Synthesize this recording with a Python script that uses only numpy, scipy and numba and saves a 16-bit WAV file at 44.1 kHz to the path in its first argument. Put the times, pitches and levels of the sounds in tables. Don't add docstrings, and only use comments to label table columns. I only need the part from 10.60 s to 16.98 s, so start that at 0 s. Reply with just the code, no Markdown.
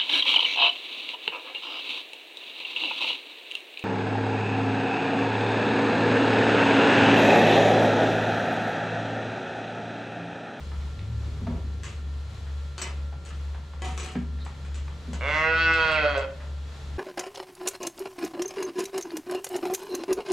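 import sys
import numpy as np
from scipy import signal
from scipy.fft import rfft, irfft
from scipy.io import wavfile
from scipy.ndimage import uniform_filter1d
from numba import njit

SR = 44100
rng = np.random.default_rng(int(sys.argv[2]) if len(sys.argv) > 2 else 0)


def generate_wav(sig):
    pcm = np.round(np.clip(np.atleast_2d(sig).T, -1, 1) * 32767).astype(np.int16)
    wavfile.write(sys.argv[1], SR, pcm)


N = 281358
T = np.arange(N) / SR
BAWL_START_S, BAWL_FADE_S, BAWL_END_S = 4.61, 5.585, 5.665

# (time [s], shape, low resonance level [dB], treble boost [dB])
MOUTH_MOVES = [(4.61, 0.5, 5, -1.5), (4.7, 0.5, 4.5, 6), (4.78, 0.84, -4.5, 7), (4.83, 0.85, 0.5, 0.5),
               (4.92, 1.9, 2, -10), (4.99, 2.5, -15, 0), (5.11, 1.3, -17, -5.5), (5.19, 3, 1.5, 5),
               (5.34, 2.5, 0, 1.5), (5.4, 2.5, 5.5, -1), (5.47, 2.5, 9.5, -0.5), (5.495, 3, 0.5, 5.5),
               (5.55, 3, 0, 2.5), (5.575, 2, 13.5, -3), (5.64, 5.5, 8, 7)]
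# (time [s], frequency [Hz], level [dB])
TONGUE_POCKET = [(4.62, 2220, 2), (4.78, 2015, 8.5), (4.9, 1940, -3), (4.98, 1950, -25), (5.3, 2850, -21),
                 (5.345, 2740, 1), (5.38, 2010, 1), (5.43, 1990, -18)]
# (frequency [Hz], left minus right [dB])
CALF_SIDES = [(60, -7.5), (110, -6), (200, 2.5), (370, -5), (680, -2.5), (1260, -4.5), (2310, -3.5),
              (4250, -3.5), (7810, -1.0), (14400, 2)]
def calf(shimmer_db=0.5, waver_db=-0.23, size=2048):
    hz, db, rough, age = bawl()
    shape, low_db, treble_db = curves(MOUTH_MOVES)
    tongue_hz, tongue_db = curves(TONGUE_POCKET)
    stretch = 1 + .07 * np.exp(-age / .084) - .043 * np.clip(shape - 2, 0, .5) + .0061 * wander(14)
    f = np.fft.rfftfreq(size, 1 / SR)
    hiss = np.interp(f, [1500, 3200], [.15, 2.2])
    voice = np.zeros(N)
    for closure in vocal_folds(hz, rough):
        i = int(closure)
        lateness, strength = rng.standard_normal(2) * rough[i]
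        closure += lateness * .00016 * SR
        snap = np.exp(-2j * np.pi * f * (closure % 1) / SR)
        puff = unit(rng.standard_normal(size) * fade(T[:size], .1)) / np.sqrt(size)
        push = snap + hiss * rough[i] * rfft(puff)
        gain = throat(f, shape[i], stretch[i], low_db[i], treble_db[i], tongue_hz[i], tongue_db[i])
        cycle = irfft(push * ring_after_strike(gain))
        voice[int(closure):int(closure) + size] += cycle * undb(shimmer_db * strength)
    voice = steady(voice) * undb(db + waver_db * wander(22))
    voice *= np.interp(T, [BAWL_FADE_S, BAWL_END_S], [1, 0])
    balance_db = value_at(CALF_SIDES, np.fft.rfftfreq(N, 1 / SR))
    left, right = irfft(pan(rfft(voice), balance_db), N)
    direct = np.array([np.roll(left, 1), right])
    return direct + shed_echo(voice, wet_db=-7.5) + shed_ring(voice)


# (time [s], level change [dB])
BREATH_PUSHES = [(5.11, 2.5), (5.385, 0.5), (5.452, 4.5), (5.53, -4), (5.579, 3)]
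def bawl(crest_s=5.052, crest_hz=163.72, sag_db_per_octave=24):
    t = np.clip(T, BAWL_START_S, BAWL_END_S)
    age = t - BAWL_START_S
    scoop_hz = 30 * np.exp(-age / .04)
    hz = crest_hz - 98 * (t - crest_s) ** 2 - scoop_hz
    octaves_down = np.log2(crest_hz / hz)
    db = -19 - sag_db_per_octave * octaves_down - 6 * np.exp(-age / .28)
    db += sum(change_db * np.exp(-((t - s) / .022) ** 2) for s, change_db in BREATH_PUSHES)
    rough = .03 + octaves_down * np.where(t < crest_s, .55, .75)
    rasp = .09 * np.clip((t - 5.15) / .05, 0, 1)
    return hz, db, np.clip(rough + rasp, 0, 1), age


def vocal_folds(hz, rough, flutter=.012):
    start = int(BAWL_START_S * SR)
    rate = hz * (1 + flutter * rough * wander(70) + .0013 * wander(25))
    cycles = np.cumsum(rate[start:int(BAWL_END_S * SR)]) / SR
    return start + np.interp(np.arange(cycles[-1]), cycles, np.arange(len(cycles)))


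# (frequency [Hz], width [Hz], narrow [dB], opening [dB], wide [dB], slack [dB])
THROAT_PEAKS = [(1100, 860, -2.5, -4, -20.5, -4.5), (1481, 150, -2, 1.5, 2.5, 5),
                (2030, 330, 2.5, -3, -13, -4), (2630, 240, -6, -4, -2.5, -5.5),
                (3293, 270, -5, -20, -11.5, -11.5), (3990, 320, -29, -22.5, -15, -22),
                (4524, 240, -31, -26, -15.5, -18.5), (5265, 180, -40.5, -21.5, -19.5, -30.5),
                (5960, 270, -32, -28, -36, -38), (6580, 180, -41, -29, -31, -35),
                (7400, 600, -34, -41, -47.5, -45)]
def throat(f, shape, stretch, low_db, treble_db, tongue_hz, tongue_db):
    peaks = [(hz * stretch, width, np.interp(shape, range(4), db)) for hz, width, *db in THROAT_PEAKS]
    low, chest = (568.5, 135, low_db), (290, 260, -14.5)  # (frequency [Hz], width [Hz], level [dB])
    tongue, hoarse_edge = (tongue_hz, 200, tongue_db), (8400, 3400, -52)
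    peaks += [low, chest, tongue, hoarse_edge]
    power = sum(undb(db) ** 2 / (1 + (2 * (f - hz) / width) ** 2) ** 2 for hz, width, db in peaks)
    brightness = undb(treble_db * np.interp(f, [2200, 3600], [0, 1]))
    treble_cut = 1 / np.hypot(1, (f / 9500) ** 6)
    bass_cut = (f + 1) / np.hypot(f, 140)
    return np.sqrt(power) * brightness * treble_cut * bass_cut


# (multiple of its pitch, level [dB])
MOTOR_OVERTONES = [(2, -53.5), (8, -66.5), (25, -69.5), (26, -72), (44, -90), (48, -71), (59, -73.5)]
def motors(slow_hz=70, beat_hz=2.26, dip_s=3.52, whine_hz=1374):
    slow = 2 * np.pi * slow_hz * (T - dip_s) + .06 * wander(3)
    fast = 2 * np.pi * (slow_hz + beat_hz) * (T - dip_s) + .06 * wander(3)
    hum = unit(undb(-5.5) * np.sin(slow) - np.sin(fast)) * undb(-33.5)
    overtones = sum(np.sqrt(2) * undb(db + 2 * wander(5)) * np.sin(k * slow) for k, db in MOTOR_OVERTONES)
    whine = unit(np.sin(2 * np.pi * whine_hz * T + .5 * wander(24))) * undb(-63 + 2 * wander(7))
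    return pan(hum + overtones + whine, .9)


# (time [s], level [dB], small parts against clatter [dB], bars against clatter [dB],
# half the fade time [s], loose pin's note [Hz], bars' brightness [dB per octave])
GATE_SHAKES = [(1.234, -41, -5.5, -8, 0.18, 7500, 1.5), (2.18, -35.5, -5.5, -7, 0.16, 7850, 6),
               (2.216, -31.5, 4.5, -3.5, 0.03, 5740, 4), (2.24, -40.5, -12, -5, 0.13, 7200, 3),
               (2.651, -48.5, -6, -20, 0.21, 7300, 2), (3.22, -35, -6, 4, 0.11, 7150, -4),
               (3.247, -37, -9, 0.5, 0.35, 7140, -5), (3.377, -36, -3.5, -12.5, 0.16, 6400, 2),
               (3.446, -41.5, -12, -7, 0.24, 7600, -6), (3.85, -49.5, -6, -16, 0.13, 7550, -4),
               (4.05, -53, -5.5, -3, .2, 5500, -6), (4.144, -47, -4, -15.5, 0.22, 6370, 5),
               (4.532, -38.5, -7, -22, 0.094, 6970, 2), (5.137, -42, -7, -13.5, .05, 7830, -0.5),
               (5.315, -45.5, -1, -22, .044, 7800, 0), (5.577, -39.5, -5.5, -13, 0.061, 6350, 0)]
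# (frequency [Hz], level [dB])
CLATTER_TONE = [(400, 4.5), (800, -8), (1200, 1), (1800, -4), (2800, 0), (5000, -11), (7800, -6),
                (9500, -11.5), (11000, -17), (12000, -28), (14000, -23)]
# (frequency [Hz], level [dB])
SMALL_PART_NOTES = [(4050, -12), (4600, -8), (5050, 0), (5750, -6.5), (6350, 1), (6900, 5.5), (7150, 2.5),
                    (7500, -5), (7850, 10), (8250, -1)]
# (frequency [Hz], level [dB], fade time [s])
BAR_NOTES = [(745, -4, .17), (930, -3, .15), (1120, 0, .14), (1290, -2, .13), (1680, -4, .11),
             (2050, -5, .12), (2420, -3, .12), (2600, -3, .1), (3050, -6, .1), (3320, -7, .1),
             (4550, -9, .1)]
def gates(taps_per_s=200):
    out, t = np.zeros(N), T[:SR // 2]
    small_notes = [(hz, db, .035) for hz, db in SMALL_PART_NOTES]
    for s, db, small_db, bars_db, half_fade_s, pin_hz, tilt_db in GATE_SHAKES:
        taps = rng.random(len(t)) * (rng.random(len(t)) < taps_per_s / SR)
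        taps[0] = 1.3
        contact = signal.fftconvolve(taps, fade(t, .014))[:len(t)] + .16
        push = contact * rng.standard_normal(len(t)) * fade(t, 2 * half_fade_s)
        clatter = unit(colour(np.pad(push, (0, len(t))), CLATTER_TONE)[:len(t)])
        bar_notes = [(hz, level + tilt_db * np.log2(hz / 1000), fade_s) for hz, level, fade_s in BAR_NOTES]
        bars = strike(push * fade(t, .03), bar_notes, t)
        pin_note = (pin_hz, 9, .011)
        jingle = strike(push, small_notes + [pin_note], t)
        add(out, s, clatter + undb(small_db) * jingle + undb(bars_db) * bars, db)
    return pan(out, 4.1) + shed_echo(out, wet_db=0)


# (time [s], level before the trim [dB], pitch [Hz], fade time [s])
BOARD_KNOCKS = [(.116, -44, 1070, 0.055), (.391, -44, 2500, 0.015), (.868, -34, 586, 0.044),
                (.9, -44, 560, 0.42), (1.866, -46.5, 1060, 0.05), (2.264, -40.5, 950, 0.043),
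                (2.524, -44, 700, 0.085), (2.705, -42, 1400, 0.032), (2.944, -43, 910, 0.084),
                (3.134, -43, 850, 0.026), (3.552, -35, 980, 0.043), (3.861, -38, 1050, 0.035),
                (4.048, -46.5, 1190, 0.022), (4.278, -42.5, 1200, 0.024), (5.8, -44.5, 1060, 0.17)]
def pen_knocks(taps_per_s=3, rise_s=.0018, trim_db=-2.5):
    out, t = np.zeros(N), T[:SR // 2]
    soften = signal.butter(2, 5000, fs=SR, output="sos")
    taps = [(s, -55 + 2 * rng.standard_normal(), 1100 * 2 ** rng.uniform(-.35, .5), .09)
            for s in scattered_times(taps_per_s)]
    for s, db, hz, fade_s in BOARD_KNOCKS + taps:
        blow = rng.standard_normal(len(t)) * fade(t, fade_s) * (1 - np.exp(-t / rise_s))
        board = band(signal.sosfilt(soften, blow), hz, .9 * hz)
        add(out, s, band(board, hz, 2 * hz), db + trim_db)
    return pan(out, .3) + shed_echo(out, wet_db=-4)


# (time [s], level [dB], length of the push [s])
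PANEL_BUMPS = [(0.813, -35.5, 0.089), (0.876, -32, 0.12), (3.251, -40.5, 0.81), (3.555, -25.5, 0.037),
               (4.475, -36, 0.19)]
# (frequency [Hz], level [dB], fade time [s])
PANEL_NOTES = [(156.9, 1, 0.61), (185.8, 1, 0.68), (239.8, 4.5, 0.39), (248, -3, 0.097), (272, -26, 0.16),
               (397, -5, 0.22)]
def pen_bumps(damping_s=.5):
    out, t = np.zeros(N), T[:SR // 2]
    for s, db, push_s in PANEL_BUMPS:
        scuff = rng.standard_normal(len(t)) * fade(t, 2 * push_s)
        swell = 1 - np.exp(-4 * t / push_s)
        boom = unit(ring(PANEL_NOTES, t) * fade(t, damping_s) * swell)
        add(out, s, boom + .45 * unit(steep_band(scuff, 210, 220)), db)
    return pan(out, .3) + shed_echo(out, wet_db=-13)


# (time [s], length [s], top pitch [Hz], level [dB])
FAR_CALLS = [(0.358, 0.65, 109.5, -34.5), (0.984, 0.48, 101.2, -43), (1.633, 0.236, 106.4, -43)]
def far_cow(crest_share=.38, sag=.78, edge_s=.035):
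    out = np.zeros(N)
    for s, length, top_hz, db in FAR_CALLS:
        progress = np.clip((T - s) / length, 0, 1)
        hz = top_hz * (1 - sag * (progress - crest_share) ** 2)
        phase = 2 * np.pi * np.cumsum(hz * (1 + .033 * wander(29.4))) / SR
        voice = np.sqrt(2) * (np.sin(phase) + undb(-26) * np.sin(2 * phase))
        edges = np.minimum(np.minimum(progress, 1 - progress) * length / edge_s, 1)
        out += voice * undb(db + 2 * wander(13.95)) * edges
    return pan(out, .85)


# (time [s], length [s], level [dB], pitch [Hz], width [Hz])
HINGE_SCRAPES = [(3.782, 0.059, -51.5, 3920, 700)]
def hinge():
    out = np.zeros(N)
    for s, length, db, hz, width_hz in HINGE_SCRAPES:
        progress = np.linspace(0, 1, int(length * SR))
        rub = rng.standard_normal(len(progress)) * progress * np.sqrt(1 - progress)
        add(out, s, steep_band(rub, hz, width_hz), db)
    return out + shed_echo(out, wet_db=-9)


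# (frequency [Hz], level [dB])
RUMBLE_TONE = [(20, -13), (35, -5), (55, 4.5), (75, -7), (110, -3), (170, -4.5), (250, -13), (400, -18)]
# (frequency [Hz], level [dB])
RUSH_TONE = [(150, -49.5), (250, -8), (286, -27.5), (312, -10.5), (461, 6), (493, 1), (546, -1),
             (1130, -1.5), (1410, -3.5), (1990, -6.5), (3000, -6.5), (4100, -6.5), (5100, -12),
             (7500, -15.5), (8200, -20.5), (13100, -30), (14500, -58.5)]
# (time [s], rush level [dB], rumble level [dB])
AIR_LEVELS = [(0, -51.5, -40), (1.1, -51.5, -43.5), (2.4, -53, -47.5), (3.2, -54.5, -46),
              (6.38, -49.5, -44.5)]
def yard():
    rush_db, rumble_db = curves(AIR_LEVELS)
    rumble = unit(colour(stereo_noise(N), RUMBLE_TONE)) * undb(rumble_db + 2 * wander(4.09))
    rush = unit(colour(stereo_noise(N), RUSH_TONE)) * undb(rush_db + 1.1 * wander(10))
    return rumble + pan(rush, 1)


# (frequency [Hz], fade time [s])
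ECHO_TIMES = [(100, 0.95), (600, 0.43), (2500, 0.38), (6000, 0.18), (14000, 0.11)]
def shed_echo(x, wet_db):
    t = T[:SR]
    edges = np.geomspace(40, 16000, 13)
    tail = 0
    for lo, hi in zip(edges, edges[1:]):
        bandpass = signal.butter(2, [lo, hi], "band", fs=SR, output="sos")
        noise = signal.sosfilt(bandpass, stereo_noise(len(t)))
        tail = tail + noise * fade(t, value_at(ECHO_TIMES, np.sqrt(lo * hi)))
    tail = unit(tail * (1 - np.exp(-t / .004))) / np.sqrt(len(t))
    return undb(wet_db) * signal.fftconvolve(x[None], tail, axes=1)[:, :N]


def shed_ring(x, hz=590, width_hz=80, db=-12.5, fade_s=1.1):
    t = T[:SR]
    tail = steep_band(stereo_noise(len(t)), hz, width_hz) * fade(t, fade_s)
    tail = unit(tail) * np.sqrt(2 * width_hz / SR / len(t))
    return undb(db) * signal.fftconvolve(x[None], tail, axes=1)[:, :N]


# (frequency [Hz], likeness [0 to 1])
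SIDE_LIKENESS = [(60, 0.98), (300, 0.91), (700, 0.88), (1500, 0.58), (3000, 0.53), (8000, 0.77),
                 (14000, 0.18)]
def stereo_noise(count):
    alike = value_at(SIDE_LIKENESS, np.fft.rfftfreq(count, 1 / SR))
    mid, side = rfft(rng.standard_normal((2, count)))
    return irfft(np.sqrt((1 + alike) / 2) * mid + np.sqrt((1 - alike) / 2) * np.array([side, -side]), count)


def undb(db):
    return 10 ** (np.asarray(db) / 20)


def unit(x):
    return x / np.sqrt(np.mean(x ** 2))


def steady(x):
    k = SR // 40
    power = np.abs(uniform_filter1d(uniform_filter1d(x ** 2, k), k))
    return x / np.sqrt(power + 1e-4 * np.max(x ** 2))


def curves(table):
    s, *columns = np.transpose(table)
    return [np.interp(T, s, column) for column in columns]


def value_at(points, hz):
    f, value = np.transpose(points)
    return np.interp(np.log(hz + 1e-9), np.log(f), value)


def colour(x, points):
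    f = np.fft.rfftfreq(x.shape[-1], 1 / SR) + 1e-9
    outside = np.clip(f, points[0][0], points[-1][0]) / f
    gain = undb(value_at(points, f)) * np.minimum(outside, 1 / outside) ** 4
    return irfft(rfft(x) * gain, x.shape[-1])


def band(x, hz, width_hz):
    return signal.lfilter(*signal.iirpeak(min(hz, .45 * SR), hz / width_hz, fs=SR), x)


def steep_band(x, hz, width_hz):
    return band(band(x, hz, width_hz), hz, width_hz)


def wander(per_s):
    k = int(SR / per_s)
    steps = np.repeat(rng.standard_normal(N // k + 1), k)
    return unit(uniform_filter1d(uniform_filter1d(steps, k), k)[:N])


def scattered_times(per_s):
    count = max(int(per_s * N / SR), 1)
    return (np.arange(count) + rng.random(count)) * (N - 1) / SR / count


def fade(t, fade_s):
    return np.exp(-np.log(1000) * t / max(fade_s, 1e-3))


def ring(notes, t):
    return sum(undb(db) * fade(t, fade_s) * np.sin(2 * np.pi * hz * t) for hz, db, fade_s in notes)


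def strike(push, notes, t):
    detuned = [(hz * (1 + .015 * rng.standard_normal()), db + 2 * rng.standard_normal(), fade_s)
               for hz, db, fade_s in notes]
    return unit(signal.fftconvolve(push, ring(detuned, t))[:len(t)])


def ring_after_strike(gain):
    cepstrum = irfft(np.log(gain))
    half = len(cepstrum) // 2
    cepstrum[1:half] *= 2
    cepstrum[half + 1:] = 0
    return np.exp(rfft(cepstrum))


def add(out, s, x, db):
    i = int(s * SR)
    loudest = np.sqrt(uniform_filter1d(x ** 2, SR // 100).max())
    out[i:i + len(x)] += (x * undb(db) / loudest)[:N - i]


def pan(x, left_db):
    return x * undb(np.array([[1], [-1]]) * left_db / 2)


@njit
def follow(x, attack, release):
    out, level = np.empty(len(x)), 0.
    for i in range(len(x)):
        level += (x[i] - level) * (attack if x[i] > level else release)
        out[i] = level
    return out


def scene():
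    return calf() + far_cow() + motors() + gates() + hinge() + pen_knocks() + pen_bumps() + yard()


def record(dry):
    threshold_db, ratio, attack_s, release_s, top_hz = -24.5, 1.68, .048, 1, 14600
    loudness = np.sqrt(np.abs(uniform_filter1d(np.mean(dry ** 2, axis=0), SR // 50)))
    held = follow(loudness, 1 / (attack_s * SR), 1 / (release_s * SR))
    gain = np.maximum(held / undb(threshold_db), 1) ** (1 / ratio - 1)
    edges = np.minimum(np.minimum(T, T[-1] - T) / .005, 1)
    treble_cut = signal.ellip(8, .2, 70, top_hz, fs=SR, output="sos")
    return signal.sosfilt(treble_cut, dry * gain * edges)


dry = scene()
out = record(dry)
generate_wav(out)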